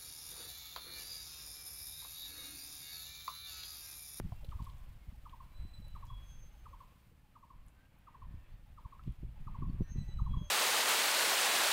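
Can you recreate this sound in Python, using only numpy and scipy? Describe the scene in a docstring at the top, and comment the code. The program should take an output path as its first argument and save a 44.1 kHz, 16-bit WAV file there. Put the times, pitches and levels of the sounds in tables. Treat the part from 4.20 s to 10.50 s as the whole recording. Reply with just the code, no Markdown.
"""A breeze buffets the microphone over the thud of a far single-cylinder engine and a soft wash of leaves.
Someone thigh-deep in a quiet pond handles a wet plastic bag: buckling film crinkles and snaps, bubbles plop and lap.
A barbet repeats its falling notes and a songbird whistles two thin phrases, gliding tones echoed by the trees.
Wind is shaped noise with single pressure swings; it dies down midway and freshens towards the end."""
import sys
import numpy as np
from scipy import signal
from scipy.fft import rfft, irfft, next_fast_len
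from scipy.io import wavfile
from scipy.ndimage import uniform_filter1d

SR = 44100
rng = np.random.default_rng(int(sys.argv[2]) if len(sys.argv) > 2 else 0)


def store_pcm(level_fs):
    """Save levels as 16-bit WAV."""
    pcm = np.round(np.clip(level_fs, -1, 1) * 32767).astype(np.int16)
    wavfile.write(sys.argv[1], SR, np.atleast_2d(pcm).T)


N = 277859
T = np.arange(N) / SR  # time of each sample [s]


def undb(db):
    """Decibels to gain."""
    return 10 ** (np.asarray(db) / 20)


def unit(x):
    """Scale to rms 1."""
    return x / np.sqrt(np.mean(x ** 2) + 1e-30)


def curves(table):
    """Draw the columns of a table as automation curves, sample by sample."""
    s, *columns = np.transpose(table)
    return [np.interp(T, s, column) for column in columns]


def add(out, s, x):
    """Mix x into out at time s, kept inside the scene."""
    i = int(np.clip(s * SR, 0, N - 1))
    out[i:i + len(x)] += x[:N - i]


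def walk(rate):
    """Smooth random drift with rms 1, taking about rate new values a second."""
    hold = max(int(SR / rate), 1)
    steps = rng.standard_normal(N)[np.arange(N) // hold]
    return unit(uniform_filter1d(steps, hold))


def coloured(points):
    """Noise with the given (frequency [Hz], level [dB]) spectrum, rms 1."""
    hz, db = np.transpose(points)
    length = next_fast_len(N, True)
    f = np.maximum(np.fft.rfftfreq(length, 1 / SR), 1)
    spectrum = rfft(rng.standard_normal(length))
    spectrum = spectrum * undb(np.interp(np.log(f), np.log(hz), db))
    return unit(irfft(spectrum)[:N])


def band(x, lo_hz, hi_hz, order=2):
    """Butterworth band-pass."""
    edges = [lo_hz, min(hi_hz, SR / 2 - 1)]
    return signal.sosfilt(signal.butter(order, edges, "band", fs=SR, output="sos"), x)


def trees(x, echoes, wet_db, t60):
    """Direct sound, distinct (delay [s], level [dB]) echoes from the bank, and a scattered tail from the trees."""
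    t = np.arange(SR) / SR
    tail = rng.standard_normal(SR) * undb(-60 * t / t60) * (1 - np.exp(-t / 0.0012))
    response = undb(wet_db) * unit(tail) / np.sqrt(SR)
    response[0] = 1
    for s, db in echoes:
        response[int(s * SR)] += undb(db)
    return signal.fftconvolve(x, response)[:N]


def gust(peak_s, length, rise=0.39, fall=0.37, sharpness=3.9):
    """A broad-topped swell with steep sides; rise and fall are shares of its length."""
    u = (T - peak_s) / length
    return np.exp(-np.maximum(-u / rise, u / fall) ** sharpness)


def evened(x, window_s=0.07, slack=0.018):
    """Take the slow swells out of a noise and keep its fast texture."""
    power = uniform_filter1d(x ** 2, int(window_s * SR))
    return x / np.sqrt(power + slack)


# spectrum of the moving air: (frequency [Hz], relative level [dB per Hz])
AIRFLOW_SPECTRUM = [(15, 12.5), (30, 0), (50, 3), (80, -5), (120, -3), (170, -13), (250, -31.5),
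                    (350, -45.5), (500, -56), (900, -67)]
# steady breeze between the gusts: (time [s], level before trim [dB])
BREEZE_LEVEL = [(0.02, -46.5), (0.61, -52.5), (1.98, -49), (2.92, -68), (4.02, -68.5), (4.15, -62),
                (4.6, -58.5), (5.51, -50.5), (5.68, -50), (5.8, -46), (6.15, -39.5), (6.3, -51)]
# gusts on the microphone:
# (peak time [s], length [s], rumble before trim [dB], flutter before trim, relative to the rumble [dB])
GUST_EVENTS = [(0.006, 0.18, -38.5, -9), (0.392, 0.32, -48, -25), (0.886, 0.037, -40, -16.5),
               (1.14, 0.042, -46, -20), (1.418, 0.14, -39, -32), (1.606, 0.058, -43.5, -14.5),
               (2.5, 0.39, -52.5, -31), (3.413, 0.21, -51.5, -24), (4.106, 0.27, -44.5, -26.5),
               (4.33, 0.072, -45.5, -25), (4.653, 0.046, -44, -29), (4.889, 0.099, -37, -16),
               (5.054, 0.19, -42.5, -16.5), (5.28, 0.25, -41, -18.5), (5.486, 0.24, -36, -14),
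               (5.612, 0.055, -32, -12), (5.791, 0.13, -36.5, -13.5), (5.989, 0.15, -36.5, -23),
               (6.144, 0.24, -41, -9.5)]


def wind(breeze_db=1, gust_db=-2, eddy_db=4.5, breeze_eddy_db=-18, unrest_db=3.5, flutter_db=5.0, calm_db=-72):
    """Gusts ride on a restless breeze: large eddies rumble, small ones flutter and die out in calm air."""
    unrest = unrest_db * np.clip(walk(11), -2, 1)
    breeze = undb(curves(BREEZE_LEVEL)[0] + breeze_db + unrest)
    gusts, swirls = np.zeros(N), np.zeros(N)
    for s, length, db, small_db in GUST_EVENTS:
        swell = gust(s, length)
        gusts += undb(db + gust_db) * swell
        swirls += undb(db + small_db + eddy_db) * swell

    flow = coloured(AIRFLOW_SPECTRUM)
    flutter = flutter_db * walk(40)
    large = evened(unit(band(flow, 16.2, 96.2, order=3) * undb(flutter / 2)))
    small = evened(unit(band(flow, 192.0, 2200, order=3) * undb(flutter)))
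    large_level = np.hypot(breeze, gusts)
    small_level = np.hypot(undb(breeze_eddy_db) * breeze, swirls)
    return large_level * large + np.maximum(small_level - undb(calm_db), 0) * small


def puff(hz):
    """One swing of pressure, up then down, strongest around hz; centred in a tenth of a second."""
    u = 2 * np.pi * hz * (np.arange(SR // 10) / SR - 1 / 20)
    return -u * np.exp((1 - u ** 2) / 2)


def stray_eddies(count=14, lowest_hz=55, spread_db=5, shed_db=-17):
    """Buffets at random moments, as strong as the breeze allows; columns as in BUFFET_HITS."""
    eddies = []
    for when, size, strength in rng.random((count, 3)):
        s = when * N / SR
        breeze_db = np.interp(s, *np.transpose(BREEZE_LEVEL))
        eddies.append((s, lowest_hz * 2 ** size, breeze_db + spread_db * strength, shed_db))
    return eddies


# single hard buffets, centred no earlier than 0.05 s:
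# (time [s], eddy pitch [Hz], level before trim [dB], basic drop to each smaller eddy [dB])
BUFFET_HITS = [(.028, 96, -35.5, -33), (0.066, 110, -43.5, -25), (0.093, 107, -42, -24),
               (0.126, 64.7, -33, -17), (.289, 59.5, -37, -8), (0.359, 56, -32, -14), (.404, 81, -35, -9),
               (0.423, 90, -36, -16), (0.445, 84.5, -41.5, -19), (0.888, 110, -57, -14),
               (1.264, 104, -50, -9), (1.452, 123, -41.5, -19), (1.603, 140, -51, -18),
               (4.111, 99, -43, -20), (4.144, 122, -43.5, -20), (4.662, 70.5, -37.5, -16),
               (4.869, 130, -42, -21), (4.878, 101, -33, -7), (4.905, 79, -43, -10), (5.033, 85.4, -34, -5),
               (5.271, 70.5, -41, -6), (5.39, 99, -34, -24), (5.425, 127, -32, -15), (5.441, 105, -35, -15),
               (5.464, 70, -36, -19), (5.499, 123, -32, -14), (5.545, 98, -35, -10.5),
               (5.609, 119, -25, -6.5), (5.62, 90, -26.5, -9), (5.721, 99, -36.5, -21),
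               (5.759, 180, -40, -24), (5.787, 94, -28.5, -18), (5.817, 88, -32.5, -20),
               (5.889, 107, -38.5, -7), (5.961, 85, -40, -11), (6.02, 49.3, -26, -8),
               (6.108, 106.5, -35.5, -17), (6.173, 106, -31, -12), (6.216, 109, -32.5, -8),
               (6.228, 151, -49, -13)]


def buffets(gain_db=-1, step=1.525, scatter_s=0.00351, count=5):
    """An eddy strikes the port squarely and breaks into ever smaller, weaker ones."""
    out = np.zeros(N)
    blows = list(BUFFET_HITS) + stray_eddies()
    for (s, hz, db, shed_db), chance in zip(blows, rng.standard_normal((len(blows), count))):
        for k, offset in enumerate(chance):
            centre = s + scatter_s * offset * min(k, 1)  # the first eddy is not scattered
            level = undb(db + gain_db + k * shed_db - k * k / 2)
            add(out, centre - 1 / 20, (-1) ** k * level * puff(hz * step ** k))
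    return out


def case(x, hz=364, width_hz=33, ring_db=-6):
    """Wind that strikes the recorder makes its case ring faintly at one resonance."""
    return x + undb(ring_db) * band(x, hz - width_hz / 2, hz + width_hz / 2, order=1)


# engine speed: (time [s], firing rate [firings per second])
FIRING_RATE = [(0, 17.6), (.8, 17.88), (1.6, 18.0), (2.9, 18.2), (4.0, 18.42), (5.0, 18.65), (6.3, 18.8)]
# paths of each exhaust thud: (delay [s], pitch [Hz], relative level [dB])
EXHAUST_PATHS = [(0, 112.5, 0.5), (0.0154, 125, -13.5), (0.031, 80, -8)]
# scattered engine sound: (frequency [Hz], relative level [dB per Hz])
DRONE_SPECTRUM = [(25, -5.5), (60, -1), (130, -4.5), (200, -10), (300, -13), (420, -28.5), (900, -38)]


def engine(level_db=-59, scatter_db=2.5, drone_db=-70, start_turn=.475):
    """One exhaust thud a firing; moving air makes each path fade on its own and scatters the rest into a drone."""
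    rate, = curves(FIRING_RATE)
    turns = np.floor(np.cumsum(rate) / SR + start_turn)  # start_turn: share of a firing cycle gone at 0 s
    firings = np.diff(turns, prepend=turns[0])
    out = undb(drone_db) * coloured(DRONE_SPECTRUM)
    for s, hz, db in EXHAUST_PATHS:
        strength = undb(level_db + db + scatter_db * walk(20))
        add(out, s, signal.fftconvolve(firings * strength, puff(hz), "same"))
    return out


# leaves and moving water: (time [s], level at 1.5-3 kHz before trim [dB])
RUSTLE_LEVEL = [(0.06, -71), (.45, -72.5), (1.03, -74.5), (1.5, -72.5), (2.34, -74.5), (2.7, -73.5),
                (2.89, -79.5), (4.35, -74), (4.46, -77.5), (4.82, -75), (5.06, -75), (5.39, -72.5),
                (5.55, -74), (5.66, -73), (6.02, -73.5), (6.3, -73.5)]
# fine hiss above the rustle: (time [s], level at 8.5-15 kHz before trim [dB])
HISS_LEVEL = [(0.06, -78), (0.39, -78), (0.82, -81.5), (2.63, -82), (2.79, -83), (3.0, -88), (4.04, -89.5),
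              (4.14, -87), (6.3, -84)]
# spectrum of rustle and hiss: (frequency [Hz], relative level [dB per Hz])
RUSTLE_SPECTRUM = [(240, 10.5), (400, -3), (577, 2), (652, -1), (833, 0.5), (970, -1.5), (1030, -1.5),
                   (1200, -1.5), (1810, -4), (2500, -4.5), (3240, -10.5), (4400, -21), (5880, -32),
                   (11900, -30.5), (15400, -27)]


def leaves(rustle_db=-3.5, hiss_db=0.5, split_hz=5200):
    """A soft wash of foliage and ripples, noise whose fine hiss flickers."""
    (db,), (fine_db,) = curves(RUSTLE_LEVEL), curves(HISS_LEVEL)
    air = coloured(RUSTLE_SPECTRUM)
    wash = band(air, 300, split_hz, order=4) / np.std(band(air, 1500, 3000, order=4))
    hiss = band(air, split_hz, 20000, order=4) / np.std(band(air, 8500, 15000, order=4))
    sway_db, flicker_db = 1.1 * walk(30), 1.2 * walk(90)
    return wash * undb(db + rustle_db + sway_db) + hiss * undb(fine_db + hiss_db + flicker_db)


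# crinkles of the bag: (time [s], twice the time to the peak [s], top of the film's band [Hz], level [dB])
BAG_CRINKLES = [(0.251, 0.0037, 3440, -70), (0.285, 0.014, 3900, -71), (0.31, 0.0073, 3800, -70),
                (0.01, 0.1, 6060, -84.5), (0.405, 0.069, 4470, -74), (0.278, 0.17, 8600, -89),
                (0.42, 0.053, 10400, -78.5), (0.49, 0.012, 4100, -78), (1.853, 0.026, 7560, -78),
                (2.06, 0.06, 11500, -78.5), (3.472, 0.025, 12000, -77), (4.824, 0.082, 3900, -77),
                (6.279, 0.012, 9000, -76)]


def bag(edge_db=-6, grain_db=6.0):
    """Thin film buckles in clusters of tiny snaps, each with its own pitch and a broader edge mixed in."""
    out = np.zeros(N)
    grains = unit(rng.standard_normal(N) * undb(grain_db * walk(1500)))
    for s, length, hz, db in BAG_CRINKLES:
        t = np.arange(int(4 * length * SR)) / SR
        cluster = np.roll(grains, -int(s * SR))[:len(t)]
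        film = unit(band(cluster, hz * 0.52, hz * 0.97))
        edge = unit(band(cluster, hz * 0.21, 8000))
        swell = (2 * t / length) * np.exp(1 - 2 * t / length)
        add(out, s, undb(db) * (film + undb(edge_db) * edge) * swell)
    return out


def bubble(hz, t60, rise=0.12):
    """A trapped bubble rings, its pitch rising as it nears the surface by twice the share given as rise."""
    t = np.arange(int(t60 * SR)) / SR
    tone = np.sin(2 * np.pi * hz * t * (1 + rise * t / t60))
    return tone * 1000 ** (-t / t60) * (1 - np.exp(-t / 0.00023))


# plops in the water:
# (time [s], starting bubble pitch [Hz], ring t60 [s], half the pitch rise [share], level [dB])
WATER_PLOPS = [(0.121, 990, 0.025, .1, -47), (.1215, 640, 0.062, .5, -48.5), (0.136, 1000, 0.03, 0.18, -63),
               (.233, 568, 0.035, 0.12, -53.5), (.247, 500, 0.022, .14, -47.5),
               (1.62, 547, 0.077, .14, -64), (1.665, 547, 0.043, .14, -64), (2.237, 496, 0.028, .14, -62),
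               (2.515, 538, 0.092, 0.085, -65), (2.915, 448, 0.067, .2, -66),
               (4.794, 1245, 0.043, 0.15, -49)]


def water(lap_db=-76, spread_db=4, count=70):
    """Distinct plops, and ripples that close over tiny bubbles around the legs."""
    out = np.zeros(N)
    for s, hz, t60, rise, db in WATER_PLOPS:
        add(out, s, undb(db) * bubble(hz, t60, rise))
    for when, size, strength in rng.random((count, 3)):
        hz = 400 * 5 ** size
        add(out, when * N / SR, undb(lap_db + spread_db * 2 * strength) * bubble(hz, 25 / hz))
    return trees(out, [], wet_db=-16.0, t60=0.94)


def throat(hz, overtone_db, resonance_hz=8000, width_hz=500):
    """A pure tone; the throat lets its octave through mainly near its own resonance."""
    phase = 2 * np.pi * np.cumsum(hz) / SR
    octave = undb(overtone_db) / (1 + ((2 * hz - resonance_hz) / width_hz) ** 2)
    return np.sin(phase) + octave * np.sin(2 * phase)


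def whistle(table, overtone_db, rasp_depth=0.02, wander=0.0071, waver_db=2.2):
    """Thin held tones that waver in strength; in the raspy ones the pitch trembles and wanders."""
    out = np.zeros(N)
    tremble = rasp_depth * walk(260) + wander * walk(28)
    for s, length, first_hz, last_hz, db, rasp in table:
        n = int(length * SR)
        shake = 1 + rasp * np.roll(tremble, -int(s * SR))[:n]
        hz = np.linspace(first_hz, last_hz, n) * shake
        add(out, s, undb(db) * signal.windows.tukey(n, .65) * throat(hz, overtone_db))
    return out * undb(waver_db * walk(45))


def chorus(level_db=-88, spread_db=8, count=30):
    """Many more birds at the edge of hearing, short raspy whistles at random times and pitches."""
    calls = []
    for when, length, pitch, slide, size in rng.random((count, 5)):
        first_hz = 1400 * 2.4 ** pitch
        last_hz = first_hz * (1.0 + 0.11 * slide)
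        calls.append((when * (N / SR - .2), .04 + 0.15 * length, first_hz, last_hz,
                      level_db + spread_db * size, .7))
    return whistle(calls, overtone_db=-32)


# the songbird's long notes near 4 kHz, a curve each: (time [s], pitch [Hz], level before trim [dB])
UPPER_PHRASES = [
    [(1.32, 3970, -85), (1.38, 3993, -70.5), (1.512, 4010, -69), (1.528, 4013, -89), (1.538, 4010, -60.5),
     (1.63, 3950, -79), (1.644, 3970, -66.5), (1.712, 3974, -86), (1.728, 3950, -76.5), (1.834, 3970, -88),
     (1.86, 4100, -88)],
    [(5.75, 4044, -94), (5.776, 4030, -71.5), (5.832, 4001, -62), (5.854, 4017, -72.5), (5.932, 3937, -67),
     (5.958, 4010, -82), (5.984, 3960, -67.5), (6.002, 3955, -77), (6.078, 3960, -81), (6.112, 3963, -96),
     (6.12, 3977, -81)],
]
# the lower notes that follow them: (time [s], pitch [Hz], level before trim [dB])
LOWER_PHRASES = [
    [(1.86, 3310, -95), (1.892, 3340, -67), (2.008, 3324, -66.5), (2.07, 3335, -77), (2.102, 3316, -66),
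     (2.132, 3326, -83), (2.278, 3319, -90), (2.32, 3325, -100)],
    [(6.05, 3355, -99), (6.058, 3320, -86), (6.114, 3300, -67), (6.142, 3311, -63), (6.164, 3340, -74),
     (6.176, 3304, -64.5), (6.22, 3310, -61.5), (6.3, 3309, -78)],
]
# thin notes above both: (time [s], pitch [Hz], level before trim [dB])
THIN_PHRASES = [
    [(2.01, 6280, -93), (2.068, 6325, -72), (2.214, 6330, -75.5), (2.23, 6310, -67.5), (2.37, 6303, -96),
     (2.394, 6312, -82), (2.45, 6340, -99)],
    [(5.65, 6348, -94), (5.702, 6370, -66.5), (5.74, 6350, -66), (5.776, 6380, -87), (5.788, 6380, -75),
     (5.958, 6360, -88), (6.0, 6360, -103)],
    [(6.17, 6304, -99), (6.188, 6370, -79), (6.236, 6314, -78), (6.254, 6330, -66.5), (6.286, 6308, -77),
     (6.3, 6334, -77)],
]


def held_notes(overtone_db=-16, waver_db=1.5, wander=.001, fade_s=0.017):
    """Long pure notes that swell and die away, each on its own curve of pitch and level."""
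    out = np.zeros(N)
    for note in list(UPPER_PHRASES) + list(LOWER_PHRASES) + list(THIN_PHRASES):
        hz, db = curves(note)
        inside = np.minimum(T - note[0][0], note[-1][0] - T)
        sounding = np.clip(inside / fade_s + 1, 0, 1)
        tone = throat(hz * (1 + wander * walk(40)), overtone_db)
        out += np.sqrt(2) * undb(db) * sounding * tone
    return out * undb(waver_db * walk(45))


# the songbird's short chirps:
# (time [s], length [s], first pitch [Hz], last pitch [Hz], level [dB], rasp [0-1])
CHIRPS = [(2.085, 0.055, 6680, 6480, -78, 0.4), (5.615, 0.05, 5860, 5900, -73.5, 0.4),
          (5.64, 0.2, 5970, 5930, -74.5, 0.55), (5.60, 0.16, 4060, 4200, -82, .8),
          (6.12, 0.21, 6610, 6630, -83, 0.2)]
# other birds far off:
# (time [s], length [s], first pitch [Hz], last pitch [Hz], level before trim [dB], rasp [0-1])
DISTANT_CALLS = [(.14, 0.089, 2680, 2770, -71, 0), (.77, 0.087, 2210, 2140, -73.5, 0.35),
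                 (1.26, 0.14, 2335, 2340, -74, 0.37), (1.66, 0.093, 2950, 2950, -78, .1),
                 (2.09, 0.085, 1564, 1565, -71.5, 1), (2.27, 0.19, 2940, 2940, -79.5, 0.04),
                 (2.31, 0.12, 3100, 3100, -88, 0.2), (2.5, .1, 3100, 3105, -79.5, 0),
                 (3.53, 0.17, 1513, 1610, -72.5, 0.9), (3.72, 0.37, 1562, 1553, -79.5, 0.43),
                 (3.68, 0.2, 2380, 2540, -83, 0.6), (3.86, 0.66, 1816, 1830, -78, 0.67),
                 (4.32, 0.037, 4300, 4500, -77, 0.7), (5.49, 0.022, 4500, 4400, -71, 0.7),
                 (5.16, 0.12, 1890, 1900, -77, 0.2), (5.25, 0.21, 2060, 2120, -79, 0.65),
                 (5.61, 0.12, 1852, 1836, -68.5, 0.65), (5.63, 0.089, 1755, 1464, -70, 0.9),
                 (5.68, 0.33, 1997, 1927, -73.5, 0.5), (5.55, 0.46, 2650, 2634, -80, 0.3),
                 (5.88, 0.12, 2940, 2960, -73, .2), (6.13, 0.15, 3110, 3080, -75, 0.1),
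                 (6.185, 0.12, 605, 580, -64.5, .6)]


def songbirds():
    """A whistler in the nearer trees, with short chirps around its notes; other birds behind it."""
    song = trees(held_notes(), [], wet_db=-6.5, t60=1.0)
    near = trees(whistle(CHIRPS, overtone_db=-15.5), [(.10, -10.5)], wet_db=-7.0, t60=1.25)
    far = trees(whistle(DISTANT_CALLS, overtone_db=-29) + chorus(), [], wet_db=-5.5, t60=0.99)
    return undb(-0.5) * song + near + undb(-3.5) * far


# barbet calls: (time [s], level before trim [dB])
BARBET_CALLS = [(0.324, -53), (1.061, -54), (1.758, -54), (2.462, -55), (3.16, -58), (3.876, -56.5),
                (4.581, -55.5), (5.278, -51.5), (5.995, -50.5)]
# tones of one call, before scatter:
# (delay [s], length [s], top pitch [Hz], last pitch [Hz], relative level [dB])
CALL_NOTES = [(-.124, .032, 865, 790, -18), (-.0085, .0245, 1275, 880, 0), (.0655, .022, 1130, 900, 0),
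              (.1395, .021, 1135, 970, .5), (.166, .02, 1110, 920, -9)]


def barbet(gain_db=4.5, crest=0.17, scoop=0.08, pitch_scatter=0.009, length_scatter=0.066):
    """Each note is a pure tone that scoops up to its top pitch, then slides down as it swells and fades."""
    out = np.zeros(N)
    for s, db in BARBET_CALLS:
        for delay, length, top_hz, last_hz, note_db in CALL_NOTES:
            sharp, longer, louder = rng.standard_normal(3)
            u = np.linspace(0, 1, int(length * (1 + length_scatter * longer) * SR))
            rise = 1 - scoop * np.clip(1 - u / crest, 0, 1) ** 2
            fall = np.sin(np.pi / 2 * np.clip((u - crest) / (1 - crest), 0, 1)) ** 2
            hz = top_hz * rise + (last_hz - top_hz) * fall
            phase = 2 * np.pi * np.cumsum(hz * (1 + pitch_scatter * sharp)) / SR
            swell = np.abs(np.sin(np.pi * u ** 1.1)) ** .85
            add(out, s + delay, undb(db + note_db + gain_db + louder / 2) * swell * np.sin(phase))
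    return trees(out, [(.0045, -21.5), (.016, -12), (.047, -26)], wet_db=-9.5, t60=0.95)


# single sharp snaps of the bag: (time [s], pitch [Hz], ring t60 [s], ring level [dB])
BAG_SNAPS = [(.2342, 13500, .022, -70), (0.246, 3360, 0.029, -55.5), (.248, 12500, 0.024, -63),
             (.269, 3650, .02, -68), (.289, 3400, 0.022, -66), (.31, 2900, .025, -63),
             (.497, 3600, .035, -63.5), (.444, 12000, 0.027, -62), (.449, 3900, 0.04, -62),
             (.582, 8000, .015, -69), (1.095, 3120, 0.026, -60), (1.682, 11200, 0.007, -54.5),
             (1.8527, 13600, .018, -60), (3.464, 12600, 0.027, -70), (3.787, 13000, .03, -71.5),
             (4.923, 9900, 0.011, -67), (5.157, 2600, .03, -73)]


def snaps(crack_db=-13, crack_t60=0.019):
    """A single fold of the film pops over: a sudden crack and a very short ring, both decaying noise."""
    out, t = np.zeros(N), np.arange(SR // 20) / SR
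    for s, hz, t60, db in BAG_SNAPS:
        noise = rng.standard_normal((2, len(t)))
        ring = unit(band(noise[0], hz * 0.84, hz * 1.2)) * undb(-60 * t / t60)
        crack = unit(band(noise[1], hz * 0.67, hz * 2.9)) * undb(crack_db - 60 * t / crack_t60)
        add(out, s, undb(db) * (ring + crack))
    return out


def scene():
    """Everything as it reaches one microphone on the bank."""
    air = case(wind() + buffets()) + leaves()
    pond = bag() + snaps() + water()
    distance = engine() + songbirds() + barbet()
    return (air + pond + distance)[None]


def record(dry, top_hz=15550):
    """The recorder cuts the top with a steep elliptic low-pass."""
    return signal.sosfilt(signal.ellip(10, .2, 70, top_hz, fs=SR, output="sos"), dry)


dry = scene()
out = record(dry)
store_pcm(out)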